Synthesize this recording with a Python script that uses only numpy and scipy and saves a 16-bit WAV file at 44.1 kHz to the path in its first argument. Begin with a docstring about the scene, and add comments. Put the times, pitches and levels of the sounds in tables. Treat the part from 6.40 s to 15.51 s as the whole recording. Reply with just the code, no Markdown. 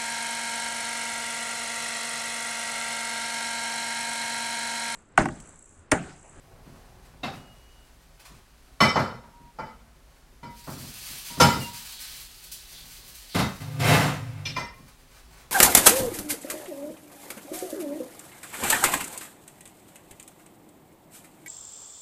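"""Close by, gloves rustle and softly thump a loaded rotisserie spit; a bracket tap and faint squeals follow.
The spit slides out of a countertop oven in a hard-walled kitchen, its steel rod and wheel ends clanking.
Hot metal sizzles over a wet dish, a drawer knocks and rolls, a utensil clinks, and the spit is set down.
Short pushes excite fluttering modes; random grains, shaped by spectra, make the cloth, sizzle and rollers."""
import sys
import numpy as np
from scipy import signal
from scipy.fft import rfft, irfft, next_fast_len
from scipy.io import wavfile

SR = 44100
rng = np.random.default_rng(int(sys.argv[2]) if len(sys.argv) > 2 else 0)


def generate_wav(signal):
    """Clip the signal to [-1, 1] and save it as 16-bit WAV at the path in sys.argv[1]."""
    frames = np.transpose(np.atleast_2d(signal))
    scaled = np.clip(frames, -1, 1) * 32767
    pcm = np.round(scaled).astype(np.int16)
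    wavfile.write(sys.argv[1], SR, pcm)


N = 401751
T = np.arange(N) / SR

# centres of a contact's four registers, thud, clank, edge and tick: f/Hz
REGISTER_HZ = [150, 850, 3400, 10000]


def from_db(db):
    """Amplitude of a level in dB."""
    return 10 ** (np.asarray(db) / 20)


def rms_one(x):
    """Scale a sound to rms 1."""
    return x / np.sqrt(np.mean(x ** 2) + 1e-20)


def at_hz(points, hz):
    """Read a curve between its points along log frequency."""
    curve_hz, values = np.array(points).T
    return np.interp(np.log(hz + 1e-3), np.log(curve_hz), values)


def add(out, s, sound):
    """Mix a sound in at s seconds, cut at the end of the scene."""
    start = round(s * SR)
    out[start:start + len(sound)] += sound[:N - start]


def band(x, low, high, order=2):
    """Keep what lies between two frequencies in Hz."""
    return signal.sosfilt(signal.butter(order, [low, high], "band", fs=SR, output="sos"), x)


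def high_pass(x, hz):
    """Gentle first-order cut of everything below hz."""
    return signal.sosfilt(signal.butter(1, hz, "high", fs=SR, output="sos"), x)


def colour(x, spectrum):
    """Shape a steady sound by a spectrum; rms 1."""
    size = next_fast_len(N)
    gain = from_db(at_hz(spectrum, np.fft.rfftfreq(size, 1 / SR)))
    return rms_one(irfft(rfft(x, size) * gain, size)[:N])


def drift(rate):
    """Slow chance with a spread near 1: straight lines between rate random values a second."""
    knots = rng.standard_normal(4000)
    return np.interp(T * rate, np.arange(len(knots)), knots)


def grains(per_s, spread_db):
    """Random tiny clicks of uneven size and either sign."""
    sizes = from_db(spread_db * np.minimum(rng.exponential(1, N), 5))
    signs = rng.choice([-1, 1], N)
    return sizes * signs * (rng.random(N) < per_s / SR)


def swells(rows, rest_db=-120):
    """Gain of smooth bell-shaped swells over a resting level; their powers add."""
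    power = sum(from_db(db) ** 2 * np.exp(-(2 * (T - s) / length) ** 2) for s, length, db in rows)
    return np.sqrt(power + from_db(rest_db) ** 2)


def kitchen(direct=0.08, build_s=0.0058):
    """Response of the room: a direct path, then dense reflections whose decay depends on frequency."""
    # kitchen reverberation: f/Hz, t60/s
    room_t60 = [(100, 0.5), (250, 0.4), (600, 0.39), (1500, 0.45), (3500, 0.36), (7000, 0.42),
                (14000, 0.22)]
    t, out = T[:SR], np.zeros(SR)
    edges = np.geomspace(50, 18000, 18)
    for low, high in zip(edges, edges[1:]):
        noise = band(rng.standard_normal(2 * SR), low, high, order=3)[SR:]
        decay = from_db(-60 * t / at_hz(room_t60, np.sqrt(low * high)))
        tail = noise * decay * (1 - np.exp(-t / build_s))
        # energy in proportion to bandwidth, so that no register is favoured
        out += tail * np.sqrt(2 * (high - low) / SR / np.sum(tail ** 2))
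    out[0] += direct
    return out


def through(x, room):
    """Hear a sound by way of a response."""
    return signal.oaconvolve(x, room)[:N]


def sheet_metal(room, t60, share, count=220):
    """Pressed steel has a thicket of weak high modes; they colour the room's response to a knock."""
    modes = np.zeros(len(room))
    for hz in rng.uniform(1500, 14000, count):
        add(modes, 0, ring(hz, t60, flutter=0.22))
    softened = room - (1 - np.sqrt(1 - share)) * high_pass(room, 2000)
    return softened + modes * np.sqrt(0.35 * share / np.sum(modes ** 2))


def registers(thud_db, clank_db, slope_db):
    """Levels of thud, clank, edge and tick: a slope per octave above the clank, bent down ever faster."""
    bend_db = 0.91   # loss per octave squared: no contact is perfectly sharp
    octaves = np.log2(np.array(REGISTER_HZ[1:]) / REGISTER_HZ[1])
    return [thud_db, *(clank_db + slope_db * octaves - bend_db * octaves ** 2)]


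def contact(levels_db, spread_s=0.022):
    """A short push in four registers, scaled for the level it has once the room has spread it out."""
    # band edges of thud, clank, edge and tick: low f/Hz, high f/Hz
    register_edges = [(78, 259), (450, 1425), (1900, 4920), (6800, 13000)]
    click, out = signal.unit_impulse(4096), 0
    for db, (low, high) in zip(levels_db, register_edges):
        pulse = band(click, low, high, order=3)
        out = out + from_db(db) * pulse * np.sqrt(spread_s * SR / np.sum(pulse ** 2))
    return out


def ring(hz, t60, flutter=1.0, flutter_per_s=55.1, rise_s=0.0023):
    """A dying mode, near rms 1 at the start; reflections make its height and phase flutter."""
    t = T[:int(1.2 * t60 * SR)]
    knots = np.arange(200) / flutter_per_s
    height = flutter * np.interp(t, knots, rng.standard_normal(len(knots)))
    phase = flutter * np.interp(t, knots, rng.standard_normal(len(knots)))
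    wave = (1 + height) * np.sin(2 * np.pi * (hz * t + rng.random()) + phase)
    return np.sqrt(2) * wave * from_db(-60 * t / t60) * (1 - np.exp(-t / rise_s))


def room_air():
    """Still room noise at the microphone: random noise shaped by one fixed spectrum."""
    # spectrum of the room noise: f/Hz, level/dB per Hz
    air_spectrum = [(12, -35), (20, 0), (60, 5), (81, -24.5), (228, -25.5), (248, -13), (388, -27.5),
                    (422, -20), (459, -26), (624, -27.5), (1370, -24), (1610, -24), (2460, -27.5),
                    (11400, -35), (16000, -42)]
    return from_db(-55) * colour(rng.standard_normal(N), air_spectrum)


def handling(room):
    """Close to the microphone gloves rub and the body shifts, as swelling grains; sliding steel squeals."""
    # strokes of the gloves over steel and food: middle t/s, length/s, level/dB
    glove_strokes = [(.38, 0.23, -61), (.64, 0.055, -60.5), (.94, 0.057, -52), (1.25, 0.97, -64.5),
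                     (1.799, .008, -47.5), (1.86, 0.02, -47.5), (1.95, .07, -59.5), (2.25, 0.25, -65),
                     (3.75, .08, -66), (8.48, 0.033, -53), (8.61, 0.036, -61), (8.76, 0.077, -51.5),
                     (8.97, 0.096, -52.5), (9.11, 0.048, -59)]
    # shifts of the body's weight: middle t/s, length/s, level/dB
    weight_shifts = [(.3, 0.89, -53.5), (1.0, 0.34, -55), (2.7, 0.36, -58), (4.7, 0.32, -61),
                     (9.0, .2, -58)]
    # spectrum of the gloves: f/Hz, level/dB per Hz
    cloth_spectrum = [(290, -38.5), (500, -8), (604, -7.5), (831, -2), (1160, -3), (7530, -10.5),
                      (9090, -12), (16000, -18)]
    # spectrum of the body's movement: f/Hz, level/dB per Hz
    body_spectrum = [(47, -22), (80, 1), (229, -9), (301, -18), (401, -9.5), (444, -14), (756, -12),
                     (2500, -33), (3250, -59), (5500, -120)]
    grip_db = -70.5   # the gloves never lie quite still
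    shuffle_db = -61   # low stir of body and hands between the shifts
    cloth = colour(grains(per_s=2500, spread_db=5.0), cloth_spectrum)
    rub = swells(glove_strokes, grip_db) * from_db(1.27 * drift(30)) * cloth
    body = colour(grains(per_s=600, spread_db=4.0), body_spectrum)
    shuffle = swells(weight_shifts, shuffle_db) * from_db(0.73 * drift(35)) * body
    return through(rub + shuffle, room) + squeals()


def spit(room):
    """Gloved thumps only knock; steel blows also ring rod and wheel, by their hardness and place."""
    # the loaded spit against the padded gloves: t/s, thud level/dB
    glove_thumps = [(0.256, -43), (0.929, -40), (1.898, -48.5), (2.995, -48.5), (4.358, -38), (4.425, -39),
                    (4.692, -46), (4.969, -29.5), (5.153, -27.5), (8.385, -45.5)]
    # steel strikes steel: t/s, thud level/dB, clank level/dB, treble slope/dB per octave,
    # wheel ring level/dB re knock, place (0 rim - 1 hub), rod ring level/dB
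    steel_blows = [(2.404, -19, -16, -2.5, 1, 0, -35), (2.556, -22.5, -18.5, -6.5, -4, 0.92, -40),
                   (2.587, -33, -40.5, 0.5, -4, 0.25, -48), (2.835, -54, -52.5, -5, -9.5, 0.68, -56.5),
                   (3.186, -39, -35, -8.5, 5, 0.56, -52), (3.258, -68, -54.5, -1.5, -8, 0.04, -70),
                   (4.03, -39, -47.5, -2.5, 1.5, 0.42, -41.5), (4.271, -33, -37.5, -14, -10, .5, -68),
                   (4.900, -45, -51.5, -2, 1, .5, -45), (5.000, -14, -15.5, 0, -2, 0.87, -18.5),
                   (5.013, -25, -31, 3.5, -7, 0.82, -28), (5.036, -24, -34, -0.5, -2, 1, -56.5)]
    # wheel modes: f/Hz, t60/s, level/dB struck at the rim, level/dB struck at the hub
    wheel_modes = [(180, 0.36, -21.5, -7), (227, 0.63, -9.5, -16.5), (505.4, 0.43, -26, -6.5),
                   (816, 0.3, -21.5, -3.5), (885, 0.43, -12.5, -6.5), (1137, 0.3, -3.5, -37),
                   (1280, 0.48, -10.5, -6), (1380, 0.45, -10, -2.5), (1433, 0.27, -8.5, -19),
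                   (2026, 0.51, -3, -9), (2260, 0.41, -1.5, -9.5), (2357, .35, -4.5, -13),
                   (3019, .42, 0, -11.5), (3043, 0.47, -7, -20.5), (3730, 0.52, -13, -15),
                   (4246, 0.5, -4, -19), (4360, 0.49, -12.5, -31), (4780, 0.44, -4, -3),
                   (5220, 0.35, -8.5, -3.5), (5222, 0.36, -8, 0.5), (5470, 0.47, -7.5, -8),
                   (5395, 0.53, -3, -34), (6150, 0.27, -14.5, 0), (6240, 0.48, -6.5, -12),
                   (6900, 0.39, -16, -7.5), (7360, .45, -12.5, -8.5), (7900, .4, -8.5, -25),
                   (8430, 0.2, -15.5, 1), (9150, 0.29, -6, -10.5), (10200, 0.26, -10.5, -3.5)]
    rod_hz, rod_t60_s = 951, 0.66
    thump_clank_db, thump_slope_db = -13.5, -2.5   # clank re thud; treble slope per octave
    knocks, rings = np.zeros(N), np.zeros(N)
    for s, db in glove_thumps:
        add(knocks, s, contact(registers(db, db + thump_clank_db, thump_slope_db)))
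    for s, thud, clank, slope, ring_db, place, rod_db in steel_blows:
        levels = registers(thud, clank, slope)
        add(knocks, s, contact(levels))
        add(rings, s, from_db(rod_db) * ring(rod_hz, rod_t60_s, flutter=0.41))
        for hz, t60, rim_db, hub_db in wheel_modes:
            drive_db = np.interp(np.log(hz), np.log(REGISTER_HZ), levels) + ring_db
            mode_db = drive_db + (1 - place) * rim_db + place * hub_db
            add(rings, s, from_db(mode_db) * ring(hz, t60, flutter=0.91))
    return through(knocks, room) + rings


def taps(room):
    """The bracket lets go of the spit, a utensil clinks, a wheel lands on the dish: each knocks and rings."""
    # in the order bracket, utensil, dish:
    # t/s, thud level/dB, clank level/dB, edge level/dB, tick level/dB, ring level/dB
    tap_rows = [(0.832, -34.5, -32, -36.5, -52, -37), (8.053, -40, -45.5, -34.5, -50.5, -33.5),
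                (8.163, -35, -32.5, -37, -50.5, -28.5)]
    # the oven's bracket: f/Hz, level/dB re ring, t60/s
    bracket_modes = [(240, -2.5, 0.39), (705, -2, 0.35), (777, -1, 0.43), (1490, -15, .3), (2100, -8, 0.3),
                     (2580, -9, .4), (2660, -4, 0.24), (2690, -11, 0.36), (3760, -8.5, 0.36),
                     (3790, -16, .4), (4330, -19, 0.26), (5380, -16, 0.41), (7343, -27, .25)]
    # the utensil: f/Hz, level/dB re ring, t60/s before the 0.6 s limit below
    utensil_modes = [(2390, -4, 0.81), (2570, -7, 0.19), (2800, -13, 0.66), (3080, -9, 0.28),
                     (3354, -2.5, 0.18), (3591, -5, 0.38), (4215, -15, .3), (4727, -21, .35),
                     (5170, -8.5, 0.64), (5300, -7, .2), (5530, -10, 0.41), (5920, -7, 0.31),
                     (7700, -17, 0.23), (9000, -26.5, 0.25)]
    # the dish: f/Hz, level/dB re ring, t60/s
    dish_modes = [(952, -7.5, 0.4), (1016, 0.5, 0.16), (1067, -9.5, 0.52), (1330, -13, 0.41),
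                  (1850, -12.5, 0.49), (2044, -6.5, 0.43), (2400, -8.5, 0.32), (4820, -16, 0.34),
                  (5260, -23, .22), (5450, -14.5, 0.42), (6169, -15, 0.29), (8100, -22.5, 0.37)]
    knocks, rings = np.zeros(N), np.zeros(N)
    for (s, *levels, ring_db), modes in zip(tap_rows, [bracket_modes, utensil_modes, dish_modes]):
        add(knocks, s, contact(levels))
        for hz, db, t60 in modes:
            add(rings, s, from_db(ring_db + db) * ring(hz, min(t60, .6), flutter=0.93))
    return through(knocks, room) + rings


def squeals(waver_db=1.0):
    """Sliding steel sings one gliding tone a slide: attack, hold, release, with a wavering level."""
    # wheel on the oven's rail, the rod as it slides, wheel on the dish:
    # start t/s, length/s, f/Hz, glide/Hz per s, level/dB
    slides = [(0.969, .16, 2900, -150, -62.5), (1.158, 0.28, 2896, 15, -66), (2.931, 0.17, 950, -3, -55.5),
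              (5.205, .055, 2860, -1500, -41)]
    attack_s, release_s = 0.0076, 0.017
    out = np.zeros(N)
    for s, length, hz, glide, db in slides:
        t = T[:SR]
        envelope = np.minimum(t / attack_s, 1) * np.exp(-np.maximum(t - length, 0) / release_s)
        pitch = hz + glide * np.minimum(t, length)
        tone = np.sin(2 * np.pi * np.cumsum(pitch) / SR)
        add(out, s, np.sqrt(2) * from_db(db) * envelope * tone)
    return out * from_db(waver_db * drift(29.6))


def sizzle(room, narrow_low_hz=3200., narrow_high_hz=4690.0):
    """Thousands of tiny bursts a second, a narrow band of hiss that swells, and a few sharp crackles."""
    # vigour of the sizzle on the hot metal: t/s, level/dB
    vigour = [(4.06, -70), (4.13, -50.5), (4.24, -45), (4.58, -38.5), (4.95, -37), (5.62, -39),
              (6.0, -47.5), (6.92, -45), (7.25, -50), (7.9, -62), (8.4, -61), (9.1, -65)]
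    # spectrum of the bursts: f/Hz, level/dB per Hz before the treble shelf
    burst_spectrum = [(410, -51.5), (700, -13.5), (922, -10), (1300, -10), (1460, -9.5), (1710, -7),
                      (3160, -3), (3640, -9.5), (4490, -2.5), (7790, -3.5), (13300, -3.5), (16000, -5.5)]
    # swells of narrow hiss; the last, at 6.92, a brush against the drawer: middle t/s, length/s, level/dB
    hiss_swells = [(5.62, .25, -48.5), (6.15, 0.21, -53), (6.36, 0.081, -48.5), (6.72, .35, -62),
                   (6.92, 0.037, -42)]
    # crackles in the sizzle: t/s, level/dB of the click before its band-pass
    crackles = [(4.302, -12.5), (5.8, -11.5), (6.041, -13), (6.117, -8), (6.121, -5), (6.68, -15.5),
                (6.75, -13.5)]
    treble_db = -5   # shelf on the finest bursts
    narrow_db = -12.5   # narrow hiss between its swells, relative to the sizzle
    level_db = np.interp(T, *np.transpose(vigour))
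    bursts = colour(grains(per_s=7600, spread_db=10.0), burst_spectrum)
    shelved = bursts + (from_db(treble_db) - 1) * high_pass(bursts, 6500)
    hiss = shelved * from_db(level_db + 0.45 * drift(25))
    narrow = rms_one(band(rng.standard_normal(N), narrow_low_hz, narrow_high_hz))
    hiss += swells(hiss_swells, level_db + narrow_db) * narrow
    click = band(signal.unit_impulse(256), 3200, 15000)
    for s, db in crackles:
        add(hiss, s, from_db(db) * click)
    return through(hiss, room)


def drawer(room, waver=0.61, knock_ring_db=8.5):
    """Knocks ring the rails; then rollers rattle along them and drone the panels, louder with speed."""
    # drawer knocks: t/s, thud level/dB, clank level/dB, treble slope/dB per octave
    drawer_knocks = [(6.946, -18.5, -24.5, 0), (6.985, -23.5, -24, -0.36), (7.203, -43, -43, 0),
                     (7.397, -35, -31, 1)]
    # it creeps, is pushed hard, then coasts: t/s, share of top speed
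    drawer_speed = [(7.19, .02), (7.23, 0.15), (7.385, 0.2), (7.42, 0.71), (7.53, 0.94), (7.59, 0.59),
                    (7.66, 0.44), (7.76, 0.15), (8.11, 0.11), (8.22, 0.0092)]
    # spectrum of the runners: f/Hz, level/dB per Hz
    runner_spectrum = [(41, -40), (70, -14), (129, 0.5), (223, -10), (268, -5.5), (368, -17.5), (517, -9.5),
                       (566, -12), (679, -11), (1370, -15), (2120, -17), (6450, -30), (9490, -32.5),
                       (14600, -35.5), (16000, -47)]
    # runner resonances: f/Hz, level/dB, t60/s while rolling (a knock rings twice as long)
    rail_modes = [(664, -25, .15), (2037, -20, 0.21), (2632, -21.5, 0.17), (3750, -28, 0.28),
                  (5460, -31, 0.21), (6080, -28.5, 0.26), (7380, -23.5, .12), (9260, -27, 0.13),
                  (12200, -36, 0.23)]
    # drawer panel tones: f/Hz, level/dB
    panel_tones = [(101, -7.5), (118, -6.5), (147.5, -3.5), (268, -15.5), (516, -25)]
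    rattle_db, rattle_power = -13.5, 2.034   # runners at top speed; they grow as this power of speed
    drone_db, drone_power = -22, 0.84   # the same for the panels
    knocks, rings = np.zeros(N), np.zeros(N)
    for s, *blow in drawer_knocks:
        thud, clank, edge, tick = registers(*blow)
        add(knocks, s, contact([thud, clank, edge, tick]))
        for hz, db, t60 in rail_modes:
            add(rings, s, from_db(edge + db + knock_ring_db) * ring(hz, 2 * t60))
    speed = np.interp(T, *np.transpose(drawer_speed), left=0, right=0)
    bumps = grains(per_s=1100, spread_db=4.5)
    rails = sum(from_db(db) * rms_one(through(bumps, ring(hz, t60))) for hz, db, t60 in rail_modes)
    rattle = from_db(rattle_db) * speed ** rattle_power * (colour(bumps, runner_spectrum) + rails)
    drone = np.zeros(N)
    for hz, db in panel_tones:
        height = 1 + waver * drift(13)
        drone += from_db(db) * height * np.sin(2 * np.pi * hz * T + 0.81 * drift(11))
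    drone *= np.sqrt(2) * from_db(drone_db) * speed ** drone_power
    return through(knocks + rattle, room) + rings + drone


def scene():
    """One hard kitchen over still room noise; sizzle and gloves reach the microphone more directly."""
    room = kitchen()
    near = .95 * kitchen(direct=.3, build_s=.0005)
    steel = sheet_metal(room, t60=0.28, share=0.35)
    runners = sheet_metal(kitchen(), t60=0.15, share=0.28)
    hands = room_air() + handling(near)
    metal = spit(steel) + taps(steel)
    return (hands + metal + sizzle(near) + drawer(runners))[None]


def record(dry):
    """At the microphone the loudest peaks are rounded towards full scale and the top is cut."""
    low_pass = signal.ellip(12, .1, 90, 15850, fs=SR, output="sos")   # cutoff in Hz
    return signal.sosfilt(low_pass, np.tanh(dry))


dry = scene()
out = record(dry)
generate_wav(out)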